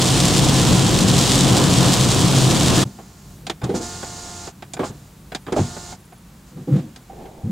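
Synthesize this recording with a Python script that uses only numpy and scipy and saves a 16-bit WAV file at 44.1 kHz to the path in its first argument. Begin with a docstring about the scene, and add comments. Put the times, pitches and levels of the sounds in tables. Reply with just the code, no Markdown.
"""Inside a car on a wet motorway at night: the cabin booms, tyres roar and spray patters on the windscreen.
At 2.8 s an abrupt cut leads to the low hum of the standing car, where a hand works a camera.
Its small lens motor creeps, then buttons click, knocks ring the casing and the motor whirs three times.
Faint cricket-like chirps come in around the last whir.
Finally the motor creeps again while palm and fingertip bump and rub the casing."""
import sys
import numpy as np
from scipy import signal
from scipy.fft import rfft, irfft
from scipy.io import wavfile

SR = 44100
rng = np.random.default_rng(int(sys.argv[2]) if len(sys.argv) > 2 else 0)


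def store_wav(level_fs):
    """Save 16-bit WAV to argv[1]."""
    pcm = np.round(np.clip(np.atleast_2d(level_fs), -1, 1) * 32767)
    wavfile.write(sys.argv[1], SR, pcm.T.astype(np.int16))


N = 331191
T = np.arange(N) / SR
CUT_S = 2.838

# Cabin boom and tyre roar spectra. Each row: frequency in Hz, density in dB.
BOOM_SPECTRUM = [(20, -30), (30, -19), (38, -11.5), (65, -14), (103, -6), (122, -1.5), (134, 3.5),
                 (147, -4), (162, -12), (178, 0.5), (200, -9), (280, -10.5), (400, -19.5), (700, -53)]
ROAR_SPECTRUM = [(150, -20), (310, 2.5), (410, -4.5), (500, -2), (600, -6.5), (750, -4), (880, -8.5),
                 (1020, -7.5), (1400, -12.5), (2000, -20.5), (3000, -16), (8000, -45)]
# Tread tones. Each row: frequency in Hz, width in Hz, level in dB against the roar.
TREAD_TONES = [(1014, 44, -20), (1725, 15, -23)]
# Rough road. Each row: middle in seconds, length in seconds, extra boom in dB, extra roar in dB.
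ROUGH_STRETCHES = [(0.432, 0.3, 2.5, 1), (0.713, 0.14, 5.5, 2), (1.077, 0.39, 2.5, 0), (1.58, 0.36, 1.5, 3),
                   (1.842, 0.28, 1, 3), (2.41, 0.57, 2, 0), (2.76, 0.46, 0.5, 2)]
# Wetter road. Each row: middle in seconds, length in seconds, extra spray in dB.
WET_STRETCHES = [(.14, 0.96, 1.5), (1.286, 0.5, 3), (1.77, 0.55, 1.7)]
# Road balance. Each row: frequency in Hz, left minus right in dB.
ROAD_BALANCE = [(60, 2.2), (150, 2), (380, -0.5), (950, -2), (2380, 0)]
# Road stereo width. Each row: frequency in Hz, side against mid in dB.
ROAD_STEREO_WIDTH = [(30, -17), (60, -13), (100, -12.5), (150, -15), (250, -9.5), (700, -9), (1400, -8.5),
                     (3000, -8.5), (6000, -7), (9000, -9.5), (12000, -52)]

def driving(boom_db=-17, roar_db=-22.5, spray_db=-22, bump_db=0.27, bump_hz=7):
    """Rough road swells the boom and the roar, wet road the spray; the tread sings faintly."""
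    boom_db += sum(db * arch(s, length) for s, length, db, _ in ROUGH_STRETCHES)
    roar_db += sum(db * arch(s, length) for s, length, _, db in ROUGH_STRETCHES)
    spray_db += sum(db * arch(s, length) for s, length, db in WET_STRETCHES)
    cabin = amp(boom_db + bump_db * wander(bump_hz)) * noise(BOOM_SPECTRUM, width=ROAD_STEREO_WIDTH)
    tread = sum(amp(db) * unit(wander(width_hz) * np.cos(2 * np.pi * hz * T + wander(width_hz)))
                for hz, width_hz, db in TREAD_TONES)
    tyres = amp(roar_db) * (noise(ROAR_SPECTRUM, width=ROAD_STEREO_WIDTH) + tread)
    return pan_bands(cabin + tyres + amp(spray_db) * spray(), ROAD_BALANCE)


# Spray spectrum before tilting. Each row: frequency in Hz, density in dB.
SPRAY_SPECTRUM = [(1060, -34), (1800, -6.5), (2430, -6), (3320, 1.5), (6070, -3.5), (7220, -2.5),
                  (8210, -5), (11700, -19.5), (13300, -24), (15100, -31), (16000, -29)]

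def spray(drops_per_s=1900, spread_db=3.5, tilt_db_per_oct=2, wash_db=-0.5, gust_db=1, gust_hz=22):
    """Fine drops tick on the glass in gusts, over the hiss of tyres on the wet road."""
    sizes = amp(spread_db * np.minimum(rng.exponential(1, N), 5.1))
    lands = rng.random(N) < drops_per_s / SR
    pan = 0.028 * rng.standard_normal(N)
    impacts = sizes * lands * rng.choice([-1, 1], N)
    drop_spectrum = [(hz, db + tilt_db_per_oct * np.log2(hz / 4000)) for hz, db in SPRAY_SPECTRUM]
    ticks = colour_impulses(impacts * np.array([1 + pan, 1 - pan]), drop_spectrum)
    clusters = amp(2.3 * wander(hz=113))
    wash = amp(wash_db) * noise(SPRAY_SPECTRUM, centre_hz=3080, db_per_oct=-1.5, width=ROAD_STEREO_WIDTH)
    gusts = amp(gust_db * wander(gust_hz))
    return unit((unit(ticks * clusters) + wash) * gusts)


# Hand knocks. Each row: start in seconds, level in dB, pitch in Hz, hardness from 0 (flesh) to 1 (nail).
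HAND_KNOCKS = [(2.852, -19.5, 122, 0.23), (2.986, -31.5, 745, 0.7), (3.633, -13.5, 118, 0.62),
               (3.692, -10.5, 366, 0.38), (3.739, -11.5, 342, 0.39), (3.796, -21, 338, 0.53),
               (4.792, -13, 388, 0.76), (4.831, -21, 643, 1), (4.895, -25.5, 117, 0.47),
               (5.478, -24, 270, 0.88), (5.521, -13, 363, 0.63), (5.562, -11.5, 595, 0.5),
               (5.581, -12, 287, 0.66), (5.593, -8.5, 101, 0.17), (6.570, -24, 165, 0.34),
               (6.603, -25, 148, .1), (6.674, -16.5, 289, 0.16), (6.725, -10, 144.4, .05),
               (6.76, -14, 150, 0.35), (7.097, -31, 779, .28), (7.436, -15.5, 105, .05),
               (7.452, -20, 220, .05), (7.492, -17.5, 202, .05)]
# Contact types. Each row: hardness, onset softness from 0 to 1, then rattle, clack and tick in dB.
CONTACT_BY_HARDNESS = [(0, 1, -21, -51, -42), (.25, 0.57, -17.5, -41, -29), (.5, .1, -7.5, -26, -24.5),
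                       (1, 0, -5.5, -7, -21)]
# Casing modes. Each row: frequency in Hz, level in dB, T60 in seconds.
CASING_RESONANCES = [(133, 0.5, 0.23), (194, 5, 0.14), (244.8, -3, 0.37), (332, -1.5, 0.14),
                     (386, -3, 0.19), (487, 2.5, 0.14), (808, 2.5, 0.09), (1050, -12, 0.043),
                     (1420, -14, 0.073)]
# Casing and loose-part spectra. Each row: frequency in Hz, density in dB.
CASING_SPECTRUM = [(30, -12), (85, 4.5), (140, 2.5), (240, 0.5), (350, 3.5), (550, -6.5), (760, 0.5),
                   (1000, -11.5), (1500, -13.5), (2200, -14.5), (5000, -30)]
CLACK_SPECTRUM = [(400, -16), (800, 5), (1100, 11), (1550, 2.5), (2200, -15), (3200, -3), (6000, -45)]

def casing_knocks(thump_db=-4, modes_db=-5, stiffening=2.94, relax_s=0.0036, size=16384):
    """A blow thumps the casing and rings its modes; harder ones make loose parts rattle, clack and tick."""
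    out, t = np.zeros((2, N)), np.arange(size) / SR
    grades, *columns = np.transpose(CONTACT_BY_HARDNESS)
    for start_s, db, hz, hardness in HAND_KNOCKS:
        softness, rattle_db, clack_db, tick_db = (np.interp(hardness, grades, col) for col in columns)
        t60_s = 0.18 * (150 / hz) ** 0.39
        rise_s, db_per_oct = 0.0047 + 0.014 * softness, 4 + 5 * softness  # flesh rounds the blow
        bend = stiffening * (1 - softness) * amp(db) ** 2 * np.exp(-t / relax_s)  # hard blows start high
        phase = 2 * np.pi * np.cumsum(hz * (1 + bend)) / SR
        thump = amp(thump_db) * np.sin(phase) * decay(t, rise_s, 0.56 * t60_s)
        ringing = amp(modes_db) * modes(CASING_RESONANCES, t, hz, db_per_oct + 4, rise_s, detune=0.0386)
        rattle = amp(rattle_db) * noise(CASING_SPECTRUM, size, hz, db_per_oct)
        rattle *= decay(t, 0.72 * rise_s, 1.15 * t60_s)
        clack = amp(clack_db) * noise(CLACK_SPECTRUM, size) * decay(t, rise_s=0.0016, t60_s=0.15)
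        tick = amp(tick_db) * noise(SNAP_SPECTRUM, size, centre_hz=4000, db_per_oct=3)
        tick *= decay(t, rise_s=0.00048, t60_s=0.38)
        add(out, start_s, amp(db) * (thump + ringing + rattle + clack + tick))
    return out


# Button and gear-tooth clicks. Each row: start in seconds, level in dB, centre in Hz.
PLASTIC_CLICKS = [(3.467, -20, 4030), (3.4971, -14, 3540), (3.616, -30.5, 1080), (3.640, -23.5, 6000),
                  (4.028, -26, 1200), (4.4721, -30.5, 1130), (4.623, -29.5, 2380), (4.735, -19.5, 7150),
                  (4.767, -30, 1500), (5.319, -26, 1700), (5.3479, -16, 4250), (5.4654, -29.5, 1700),
                  (5.523, -24, 5600), (5.7653, -30, 1350), (5.923, -33.5, 1035), (6.123, -41.5, 1300),
                  (6.96, -30.5, 4930), (7.255, -41, 2190)]
# Button modes. Each row: frequency in Hz, level in dB, T60 in seconds.
BUTTON_MODES = [(1530, -1, 0.089), (2420, -5, 0.084), (2720, -16, 0.057), (3374, 1, 0.04), (3830, 1, 0.035),
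                (5020, 0, 0.044), (6930, -3, 0.071), (7000, -22, 0.033), (8860, -5, 0.028)]
# Plastic snap spectrum. Each row: frequency in Hz, density in dB.
SNAP_SPECTRUM = [(300, 26), (800, 8), (1900, 2), (2900, -2), (3600, -0.5), (5500, -6.5), (7000, -4),
                 (9500, -8.5), (15000, -31)]

def plastic_clicks(modes_db=-5, snap_db=-8.5, reference_hz=1100, size=8192):
    """Plastic parts snap and ring; smaller, brighter ones snap more briefly and shake the casing less."""
    out, t = np.zeros((2, N)), np.arange(size) / SR
    for start_s, db, hz in PLASTIC_CLICKS:
        t60_s = 0.092 * (reference_hz / hz) ** 0.29
        body_db = -0.5 - 5.5 * np.log2(hz / reference_hz)
        ringing = modes(BUTTON_MODES, t, hz, db_per_oct=4, rise_s=0.0011, detune=0.032)
        snap = noise(SNAP_SPECTRUM, size, hz, db_per_oct=7.5) * decay(t, rise_s=0.00065, t60_s=t60_s)
        body = noise(CASING_SPECTRUM, size, centre_hz=820, db_per_oct=2.5)
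        body *= decay(t, rise_s=0.0052, t60_s=0.067)
        add(out, start_s, amp(db) * (amp(modes_db) * ringing + amp(snap_db) * snap + amp(body_db) * body))
    return out


# Motor runs, the faint ones creeping. Each row: start in seconds, stop in seconds, level in dB.
MOTOR_RUNS = [(2.852, 3.364, -55.5), (3.749, 3.795, -36.5), (3.813, 4.499, -38), (4.842, 4.895, -43),
              (4.934, 5.11, -61.5), (5.563, 5.945, -40.5), (6.467, 6.53, -62), (6.602, 7.35, -67)]
# Shaft speed, sagging under load. Each row: time in seconds, speed in Hz.
SHAFT_SPEED = [(3.75, 88.1), (4.05, 88.94), (4.25, 88.3), (4.47, 87.6), (5.6, 88.6), (5.95, 88.8)]
# Motor whine. Each row: multiple of the shaft speed, level in dB.
SHAFT_ORDERS = [(1, 3), (4, -1), (5, -8), (8, 1.5), (9, -9), (10, -2.5), (11, -15), (12, -4.5), (13, -11),
                (14, -9), (16, -2.5), (19, -18), (20, -9), (24, -12), (32, -14), (58, -10), (77, -16),
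                (79, -15)]
# Gear rasp spectrum. Each row: frequency in Hz, density in dB.
GEAR_SPECTRUM = [(180, -8), (340, -10), (560, -11.5), (760, -7), (1100, -21), (1450, -18), (2400, -21),
                 (3400, -14.5), (4600, -9), (5800, -10.5), (7050, -5.5), (8000, -12), (10500, -23.5),
                 (16000, -52)]

def lens_motor(whine_db=-1.2, gears_db=2, hiss_db=-9.5, hum_db=-6,
               surge_db=4, settle_s=0.091, ease_db_per_s=-3):
    """The shaft whines, the gears rasp and throb with the motor's poles, the sliding lens hisses and hums."""
    shaft_hz = np.interp(T, *np.transpose(SHAFT_SPEED)) * (1 + 0.0015 * wander(hz=11.7))
    turns = np.cumsum(shaft_hz) / SR
    whine = sum(amp(db + wander(hz=19)) * np.cos(2 * np.pi * (order * turns + rng.random()))
                for order, db in SHAFT_ORDERS)
    pole_throb = 1 + 0.21 * np.cos(2 * np.pi * 4 * turns)
    rasp = amp(gears_db) * noise(GEAR_SPECTRUM) * pole_throb
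    slide = amp(hiss_db) * noise(HISS_SPECTRUM) + amp(hum_db) * noise(HUM_SPECTRUM)
    envelope = np.zeros(N)
    for start_s, stop_s, db in MOTOR_RUNS:
        age_s = np.maximum(T - start_s, 0)
        run_db = db + surge_db * np.exp(-age_s / settle_s) + ease_db_per_s * age_s
        envelope += amp(run_db) * gate(start_s, stop_s, attack_s=0.015, release_s=0.052)
    return envelope * (rasp + slide + amp(whine_db) * unit(whine))


# Rubs on the casing. Each row: start in seconds, length in seconds, level in dB.
PALM_RUBS = [(3.396, 0.19, -41.5), (6.508, 0.093, -39.5), (6.664, .15, -20), (6.79, 0.15, -37),
             (7.47, 0.14, -33)]
TIP_SCRAPES = [(7.095, 0.38, -43.5), (7.186, 0.091, -43)]
# Palm and fingertip friction spectra. Each row: frequency in Hz, density in dB.
PALM_SPECTRUM = [(60, -36), (110, -11), (145, 8), (180, -4), (220, 2), (260, -12), (310, -2), (410, -25),
                 (510, -9), (700, -46), (1200, -34), (3000, -58)]
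TIP_SPECTRUM = [(120, -3), (270, -6), (350, 0.5), (520, -7), (680, -4), (820, -4.5), (1020, -20),
                (2000, -42), (5000, -50)]

def hand_rubs(slip_db=2, slip_hz=45, palm_skin_db=-23, tip_skin_db=-16, skin_lag_s=0.024):
    """The palm drags dully and a fingertip scrapes, sticking and slipping; skin hisses once it slides."""
    palm = sum(amp(db) * arch(s + length / 2, length) ** 0.5 for s, length, db in PALM_RUBS)
    tip = sum(amp(db) * gate(s, s + length, attack_s=0.012, release_s=0.072)
              for s, length, db in TIP_SCRAPES)
    skin = amp(palm_skin_db) * np.interp(T - skin_lag_s, T, palm) + amp(tip_skin_db) * tip
    friction = palm * noise(PALM_SPECTRUM) + tip * noise(TIP_SPECTRUM)
    hiss = skin * noise(SNAP_SPECTRUM, centre_hz=2300, db_per_oct=4)
    return (friction + hiss) * amp(slip_db * wander(slip_hz))


# Hum and hiss spectra, also used for the sliding lens. 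Each row: frequency in Hz, density in dB.
HUM_SPECTRUM = [(20, -40), (50, 6.5), (75, -2.5), (125, 2), (190, 3.5), (250, -6), (450, -16), (900, -28.5),
                (1600, -49), (4000, -31)]
HISS_SPECTRUM = [(500, 8), (950, 11.5), (2000, 5), (3400, 2.5), (5500, -0.5), (7200, 2.5), (9500, -3.5),
                 (16000, -12.5)]

def distant_traffic(hum_db=-42.5, ebb_db_per_s=-0.78, drift_db=1, drift_hz=3, hiss_db=-54):
    """Far traffic hums in the standing car, drifting and ebbing over a steady faint hiss."""
    hum_db += ebb_db_per_s * (T - CUT_S) + drift_db * wander(drift_hz)
    return amp(hum_db) * noise(HUM_SPECTRUM) + amp(hiss_db) * noise(HISS_SPECTRUM)


# Chirps. Each entry: start in seconds.
CHIRP_STARTS_S = [5.41, 5.92, 5.995, 6.045, 6.125, 6.17]

def cricket(level_db=-57, hz=9900, length_s=0.026):
    """Short narrow-band rasps, like a bush cricket far off in the verge."""
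    out, size = np.zeros((2, N)), round(length_s * SR)
    for start_s in CHIRP_STARTS_S:
        add(out, start_s, amp(level_db) * noise(HISS_SPECTRUM, size, hz, db_per_oct=70) * np.hanning(size))
    return out


# Stereo width of close sounds. Each row: frequency in Hz, side against mid in dB.
NEAR_STEREO_WIDTH = [(60, -45), (130, -42), (200, -29), (350, -14), (700, -9), (1400, -6.5), (3000, -8.5),
                     (6000, -10.5), (9500, -11), (12000, -35)]

def noise(spectrum, size=N, centre_hz=1000, db_per_oct=0, width=NEAR_STEREO_WIDTH):
    """Coloured stereo noise of rms 1, cut by db_per_oct on both sides of the centre."""
    hz = np.fft.rfftfreq(size, 1 / SR)
    mid, side = rfft(rng.standard_normal((2, size)))
    side *= amp(curve_at(width, hz))
    colour = amp(curve_at(spectrum, hz) - db_per_oct * abs(np.log2((hz + 1) / centre_hz)))
    return unit(irfft(np.array([mid + side, mid - side]) * colour, size))


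def modes(table, t, centre_hz, db_per_oct, rise_s, detune):
    """Dying modes, peak 1; those near the blow's centre frequency ring most, and the grip detunes them."""
    x = sum(amp(db - db_per_oct * abs(np.log2(hz / centre_hz))) * decay(t, rise_s, t60_s)
            * np.sin(2 * np.pi * hz * (1 + detune * rng.standard_normal()) * t) for hz, db, t60_s in table)
    return x / abs(x).max()


def colour_impulses(x, spectrum, size=4096, taps=512):
    """Minimum-phase filter with the given spectrum."""
    log_gain = np.log(amp(curve_at(spectrum, abs(np.fft.fftfreq(size, 1 / SR)))))
    response = np.fft.ifft(np.exp(np.conj(signal.hilbert(log_gain)))).real[:taps]
    return signal.oaconvolve(x, response[None], axes=1)[:, :N]


def pan_bands(x, balance):
    """Leans each band left or right."""
    half_db = curve_at(balance, np.fft.rfftfreq(N, 1 / SR)) / 2
    return irfft(rfft(x) * amp([half_db, -half_db]), N)


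def wander(hz):
    """Random drift of rms 1, up to the given rate."""
    f = np.fft.rfftfreq(N, 1 / SR)
    return unit(irfft(rfft(rng.standard_normal(N)) / (1 + (f / hz) ** 4), N))


def decay(t, rise_s, t60_s):
    """Quick swell and exponential decay, peak 1."""
    shape = (1 - np.exp(-t / rise_s)) * np.exp(-np.log(1000) * t / t60_s)
    return shape / shape.max()


def arch(middle_s, length_s):
    """Smooth rise and fall, peak 1."""
    return np.cos(np.pi * np.clip((T - middle_s) / length_s, -0.5, 0.5)) ** 2


def gate(start_s, stop_s, attack_s, release_s):
    """Linear attack, hold at 1, linear release."""
    return np.clip(np.minimum((T - start_s) / attack_s, (stop_s - T) / release_s) + 0.5, 0, 1)


def curve_at(points, hz):
    """Interpolates on a log-frequency axis."""
    f, value = np.transpose(points)
    return np.interp(np.log(hz + 1), np.log(f + 1), value)


def amp(db):
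    """Decibels to gain."""
    return 10 ** (np.asarray(db) / 20)


def unit(x):
    """Scales to rms 1."""
    return x / np.sqrt(np.mean(x ** 2) + 1e-20)


def add(mix, start_s, sound):
    """Mixes a sound in at start_s."""
    part = mix[:, round(start_s * SR):][:, :sound.shape[-1]]
    part += sound[..., :part.shape[1]]


# Camera balance. Each row: frequency in Hz, left minus right in dB.
CAMERA_BALANCE = [(150, 0.5), (400, -1.5), (750, -2), (2000, -1.5), (7500, -2), (12000, 0)]

def scene(crossfade_s=0.0097):
    """The drive, then the camera being handled in the standing car."""
    after_cut = np.clip((T - CUT_S) / crossfade_s + 0.5, 0, 1)
    camera = pan_bands(lens_motor() + plastic_clicks() + casing_knocks() + hand_rubs(), CAMERA_BALANCE)
    return (1 - after_cut) * driving() + after_cut * (distant_traffic() + cricket() + camera)


def record(dry):
    """Rounds the highest peaks, then limits the band."""
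    ceiling, cutoff_hz = 0.82, 15850
    rounded = dry / (1 + (dry / ceiling) ** 6) ** (1 / 6)
    lowpass = signal.firwin(511, cutoff_hz, window=("kaiser", 9), fs=SR)
    return signal.oaconvolve(rounded, lowpass[None], "same")


dry = scene()
out = record(dry)
store_wav(out)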